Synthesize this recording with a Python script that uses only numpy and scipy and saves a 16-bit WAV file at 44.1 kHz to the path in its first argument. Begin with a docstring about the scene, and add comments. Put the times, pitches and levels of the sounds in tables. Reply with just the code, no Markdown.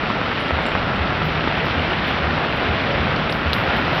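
"""A city street in heavy rain, heard by someone walking along the kerb with a dull microphone.
Countless far drops merge into a wash, near ones slap the wet road, and some drum on something hollow.
An engine hums in the distance. Each step thumps through the hand-held recorder, and a few drops
snap on or beside its case. Thin ticks, soft spray and a faint hiss lie above the muffled street."""
import sys
import numpy as np
from scipy import signal
from scipy.fft import rfft, irfft
from scipy.io import wavfile
from scipy.ndimage import uniform_filter1d

SR = 44100
rng = np.random.default_rng(int(sys.argv[2]) if len(sys.argv) > 2 else 0)


def output_pcm(signal):
    """Save a mono or channel-first signal as 16-bit PCM at the path in sys.argv[1].

    Samples are clipped to [-1, 1] before scaling.
    """
    pcm = np.clip(np.atleast_2d(signal).T, -1, 1) * 32767
    wavfile.write(sys.argv[1], SR, np.round(pcm).astype(np.int16))


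N = 176400  # 4 seconds


def gain(db):
    """Turn decibels into a number to multiply by."""
    return 10 ** (np.asarray(db) / 20)


def normalise(x):
    """Scale a sound so that its average level (rms) is 1."""
    return x / np.sqrt(np.mean(x ** 2))


def curve(rows, t, column=1):
    """Join the values in one column of a timetable with straight lines."""
    columns = np.array(rows).T
    return np.interp(t, columns[0], columns[column])


def filtered(x, hz, kind, order):
    """Keep the "low" part, the "high" part or one "band"; a higher order cuts more sharply."""
    return signal.sosfilt(signal.butter(order, hz, kind, fs=SR, output="sos"), x + 1e-18)


def wobble(per_s):
    """A smooth random wiggle, about 1 in size, with per_s new values a second."""
    hold = int(SR / per_s)
    stairs = np.repeat(rng.standard_normal(N // hold + 1), hold)
    return normalise(uniform_filter1d(uniform_filter1d(stairs, hold), hold)[:N])


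def bump(age, rise_s):
    """A level that climbs to 1 at twice rise_s, then dies away."""
    return (age / rise_s / 2) ** 2 * np.exp(2 - age / rise_s)


def shaped_noise(points):
    """Noise whose tone follows a list of (pitch_hz, level_db) points."""
    hz, db = np.array(points).T
    freqs = np.maximum(np.fft.rfftfreq(N, 1 / SR), 1)
    shape = gain(np.interp(np.log(freqs), np.log(hz), db))
    return normalise(irfft(rfft(rng.standard_normal(N)) * shape, N))


def band_noise(hz, width_hz, order=2):
    """Noise around one pitch; the narrower it is, the more it sounds like a note."""
    edges_hz = [hz - width_hz / 2, hz + width_hz / 2]
    return normalise(filtered(rng.standard_normal(N), edges_hz, "band", order))


def fizz(hz, width_hz, crackle_db=4.5):
    """Noise whose level jumps about so fast that it crackles."""
    return normalise(band_noise(hz, width_hz) * gain(crackle_db * wobble(700)))


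def random_hits(per_s, spread_db, max_db):
    """Single clicks at random moments, many small and few large."""
    when, chance = rng.random((int(per_s * N / SR), 2)).T
    size_db = np.minimum(-spread_db * np.log(1 - chance), max_db)
    hits = np.zeros(N)
    np.add.at(hits, (when * N).astype(int), gain(size_db))
    return hits


# The tone of the hiss: pitch_hz, relative_db
HISS_TONE = [(6000, -3), (9000, -3.5), (12000, -1.5), (15500, -4.5)]

def hiss(level_db=-69.5):
    """A faint, steady hiss."""
    return gain(level_db) * shaped_noise(HISS_TONE)


# How loud the sizzle is: time_s, level_db
SIZZLE_LEVELS = [(0, -83), (3.0, -82), (3.45, -73), (3.6, -60), (3.7, -69), (3.87, -73), (3.97, -63)]

def sizzle(t):
    """A fine, very high sizzle that flares up near the end."""
    return gain(curve(SIZZLE_LEVELS, t)) * fizz(hz=12700, width_hz=2700)


# The engine's hum over time: time_s, pitch_hz, level_db
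ENGINE_HUM = [(0, 77, -39), (.55, 77.5, -50), (.8, 77.7, -39), (1.25, 78, -30), (1.45, 78, -31),
              (1.55, 77.5, -37), (1.8, 77, -33), (2.15, 76, -38), (2.32, 75.3, -26), (2.45, 75.5, -45),
              (3.0, 76, -43), (3.15, 76.5, -30.5), (3.3, 77, -44), (3.8, 78, -38), (3.96, 78.5, -27)]
# The tones in that hum: multiple_of_pitch, relative_db
ENGINE_TONES = [(1, -6), (2, -0.6), (3, -14)]

def engine(t, drift=.006, waver_db=1.6):
    """A far engine: only the lowest tones of its firing arrive, as a hum that comes and goes."""
    pitch_hz = curve(ENGINE_HUM, t) * (1 + drift * wobble(10))
    phase = 2 * np.pi * np.cumsum(pitch_hz) / SR
    hum = 0
    for multiple, db in ENGINE_TONES:
        tone = np.sin(multiple * phase) * gain(waver_db * wobble(6.2))
        hum += gain(db) * normalise(tone)
    return gain(curve(ENGINE_HUM, t, column=2)) * hum


# Brief swells, and a faint overtone of the hollow thing's ring near 3.84 s: peak_time_s, fade_s, pitch_hz,
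# width_hz, level_db
BRIEF_SWELLS = [(2.92, .065, 560, 90, -27), (3.84, .08, 2610, 60, -35)]

def brief_swells(t):
    """Noise that is almost a note fades in and straight out again."""
    return sum(gain(db) * band_noise(hz, width_hz) * np.exp(-((t - peak_s) / fade_s) ** 2)
               for peak_s, fade_s, hz, width_hz, db in BRIEF_SWELLS)


# The note of the hollow thing: time_s, pitch_hz, level_db
HOLLOW_NOTE = [(0, 1316, -33), (1.3, 1329, -34.5), (1.8, 1343, -41), (3.2, 1370, -41.5), (3.8, 1406, -32.5),
               (4, 1402, -36)]

def hollow_ring(t, width_hz=100):
    """Rain drums on something hollow, which rings faintly; the note drifts slowly upward."""
    phase = 2 * np.pi * np.cumsum(curve(HOLLOW_NOTE, t)) / SR
    flutter = filtered(rng.standard_normal((2, N)), width_hz / 2, "low", order=2)
    ring = normalise(flutter[0] * np.cos(phase) + flutter[1] * np.sin(phase))
    return gain(curve(HOLLOW_NOTE, t, column=2)) * ring


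# The pitches of the spray: pitch_hz
SPRAY_PITCHES = [7400, 10000, 12300, 14000]

def spray(per_s=14, level_db=-78):
    """Tiny splashes at random moments, each a soft puff of high fizz."""
    puff = bump(np.arange(N // 32) / SR, rise_s=.0053)
    out = 0
    for hz in SPRAY_PITCHES:
        hits = random_hits(per_s / len(SPRAY_PITCHES), spread_db=3.5, max_db=10)
        out += fizz(hz, width_hz=1600) * signal.oaconvolve(hits, puff)[:N]
    return gain(level_db) * normalise(out)


# Thin ticks close to the microphone: start_s, level_db, pitch_hz, width_hz
THIN_TICKS = [(.398, -50.5, 10150, 1700), (.621, -58, 7450, 2500), (.66, -49, 7460, 700),
              (.662, -56, 10600, 1000), (1.247, -47.5, 14000, 2600), (1.652, -53, 12400, 2200),
              (2.07, -51, 12300, 3000), (2.56, -56, 11400, 3600), (2.829, -58.5, 11100, 2000),
              (3.296, -47, 9700, 4000), (3.323, -47.5, 12600, 5000), (3.531, -40.5, 12100, 3400),
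              (3.765, -52, 12800, 3400), (3.95, -57, 12600, 2000)]

def ticks(t, rise_s=.004, fade_s=.0041, tail_s=.037, tail_db=-8, ring_db=-7.5):
    """Tiny bright ticks, each trailing off in fizz and a faint ring."""
    out = 0
    for start_s, db, hz, width_hz in THIN_TICKS:
        age = np.maximum(t - start_s, 0)
        rise = np.minimum(age / rise_s, 1)
        fall = np.exp(-age / fade_s) + gain(tail_db) * np.exp(-age / tail_s)
        body = fizz(hz, width_hz) + gain(ring_db) * band_noise(hz, width_hz=400)
        out += gain(db) * body * rise * fall
    return out


# The walker's steps: start_s, level_db, pitch_hz
FOOTSTEPS = [(.513, -15.5, 77.4), (.988, -18.5, 71.6), (1.75, -19, 81), (2.214, -18.5, 76),
             (2.675, -18.5, 80), (2.995, -17.5, 77.4), (3.45, -16.5, 78), (3.55, -20.5, 105)]

def footsteps(t, rise_s=.0135, sag_per_s=1.2, trim_db=-1.3):
    """Each step sends a soft thump, sagging in pitch, through the hand-held recorder."""
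    out = 0
    for start_s, db, hz in FOOTSTEPS:
        age = np.maximum(t - start_s, 0)
        pitch_hz = hz * np.exp(-sag_per_s * (age - 2 * rise_s))
        phase = 2 * np.pi * np.cumsum(pitch_hz * (age > 0)) / SR
        out += gain(db + trim_db) * bump(age, rise_s) * np.sin(phase)
    return out


# Drops on or beside the recorder's case, and plinks into puddles near 1.80 s and 1.91 s: time_s, level_db,
# pitch_hz, snap_s
SNAPPING_DROPS = [(1.7955, -14, 2870, .0007), (1.9105, -15, 2770, .0006), (1.933, -18, 3500, .0004),
                  (3.163, -20, 4500, .0003), (3.2965, -18, 3700, .0005), (3.325, -16, 4600, .00022),
                  (3.5325, -2, 3550, .00018), (3.539, -15, 3900, .00025)]

def snapping_drops(t, splash_s=.008, splash_db=-25):
    """A drop snaps for a few vibrations and leaves a short splash, whether at the recorder's case or as a plink
    into a puddle."""
    out = 0
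    for time_s, db, hz, snap_s in SNAPPING_DROPS:
        age = t - time_s
        snap = np.exp(-(age / snap_s) ** 2 / 2) * np.cos(2 * np.pi * hz * age)
        fade = (age > 0) * np.exp(-abs(age) / splash_s)
        splash = gain(splash_db) * band_noise(hz, width_hz=3000, order=4) * fade
        out += gain(db) * (snap + splash)
    return out


# The tone of the far rain and the street: pitch_hz, relative_db
WASH_TONE = [(25, -15.5), (50, -4.5), (75, -4.5), (110, -2.5), (160, -2.5), (220, -3), (290, -5.5),
             (370, -8.5), (520, -8), (720, -7), (980, -11), (1350, -9), (1900, -11.5), (2800, -14),
             (3500, -18), (4300, -25), (5300, -32), (5900, -38.5), (7500, -66.5)]
# How the street's low rumble rises and falls: time_s, change_db
STREET_RUMBLE = [(0, -1.5), (.4, -2.5), (.9, 1.9), (1.6, 0.5), (2.1, 0), (2.6, -1), (3.05, 3.5), (3.5, 1),
                 (4, -1)]

def rain_wash(t, swell_db=.3, flicker_db=.9):
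    """Far drops and street rumble blur into noise; its octaves swell together and flicker alone."""
    spectrum = rfft(shaped_noise(WASH_TONE))
    swell = swell_db * wobble(3.6)
    freqs = np.maximum(np.fft.rfftfreq(N, 1 / SR), 1)
    octave = np.clip(np.log2(freqs / 40), 0, 7)  # counted up from 40 Hz
    out = 0
    for k in range(8):
        band = irfft(spectrum * np.maximum(1 - abs(octave - k), 0), N)
        rumble_db = curve(STREET_RUMBLE, t) if k <= 2 else 0
        out += band * gain(swell + flicker_db * wobble(24.8) + rumble_db)
    return normalise(filtered(out, 22, "high", order=2))


def fine_drops():
    """Small drops close by make a light, bright crackle."""
    hits = random_hits(per_s=170, spread_db=5, max_db=10)
    crackle = filtered(hits, [1470, 3480], "band", order=2)
    return normalise(filtered(crackle, 4470, "low", order=10))


def splat(hits, width_s, low_cut_hz, order):
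    """Turn each click into a drop on wet ground: one short pulse of air with a rebound."""
    lead = 32  # samples before the middle of the pulse
    age = np.arange(-lead, 224) / SR
    pulse = filtered(np.exp(-(age / width_s) ** 2 / 2), low_cut_hz, "high", order)
    return -signal.oaconvolve(hits, pulse / pulse.max())[lead:lead + N]


def patter():
    """Hundreds of near drops hit the wet road every second."""
    hits = random_hits(per_s=600, spread_db=2.5, max_db=11)
    return normalise(splat(hits, width_s=.000095, low_cut_hz=306, order=1))


# The heaviest drops: time_s, level_db, width_s
HEAVY_DROPS = [(.034, -7.5, .0001), (.0589, -9, .00008), (.1021, -7.5, .0001), (.1031, -9, .00012),
               (.2151, -9, .0001), (.3161, -9, .0001), (.5084, -6.5, .0001), (.589, -8.5, .0001),
               (.6077, -9.5, .0001), (.6554, -6.5, .00008), (.7183, -8.5, .00009), (.7517, -11, .00011),
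               (.7528, -4.5, .00011), (1.2176, -7, .00011), (1.4411, -8, .0001), (1.475, -4.3, .00016),
               (1.6684, -9, .0001), (1.8495, -9, .0001), (2.3083, -8, .0001), (2.3779, -8, .00011),
               (2.4376, -8, .0001), (2.6215, -8, .0001), (2.63, -7, .0001), (2.9026, -8, .0001),
               (2.9808, -9, .0001), (3.1236, -8.5, .0001), (3.9327, -9, .00015)]

def heavy_drops(droplets=4, scatter_s=.0027, droplet_db=-10.5):
    """Each heavy drop slaps the road close by and throws off droplets that land just after it."""
    out = 0
    for time_s, db, width_s in HEAVY_DROPS:
        landings_s = time_s + scatter_s * rng.exponential(size=droplets)
        hits = np.zeros(N)
        hits[int(time_s * SR)] = gain(db)
        np.add.at(hits, (landings_s * SR).astype(int) % N, gain(db + droplet_db))
        out += splat(hits, width_s, low_cut_hz=160, order=2)
    return out


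# How hard it rains, for the wash, patter and fine drops: time_s, level_db
RAIN_STRENGTH = [(0, -23.5), (.7, -23), (1.3, -23), (1.45, -22.5), (1.7, -22), (3.0, -21.5), (3.45, -22),
                 (3.8, -21), (4, -21)]

def scene():
    """Mix the muffled street and the close sounds, with the thin, high ones on top."""
    t = np.arange(N) / SR
    strength = gain(curve(RAIN_STRENGTH, t))
    far = strength * gain(.15) * rain_wash(t) + hollow_ring(t) + engine(t) + brief_swells(t)
    far = filtered(far, 5980, "low", order=20)  # the dull microphone
    near = strength * (gain(-5.5) * patter() + gain(-13.5) * fine_drops())
    close = footsteps(t) + filtered(heavy_drops() + snapping_drops(t), 6200, "low", order=6)
    high = ticks(t) + spray() + sizzle(t) + hiss()
    return (far + near + close + high)[None]


def record(dry):
    """The recorder cuts off the very highest sounds."""
    top_hz = 15800
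    return signal.sosfilt(signal.ellip(8, .2, 70, top_hz, fs=SR, output="sos"), dry)


dry = scene()
out = record(dry)
output_pcm(out)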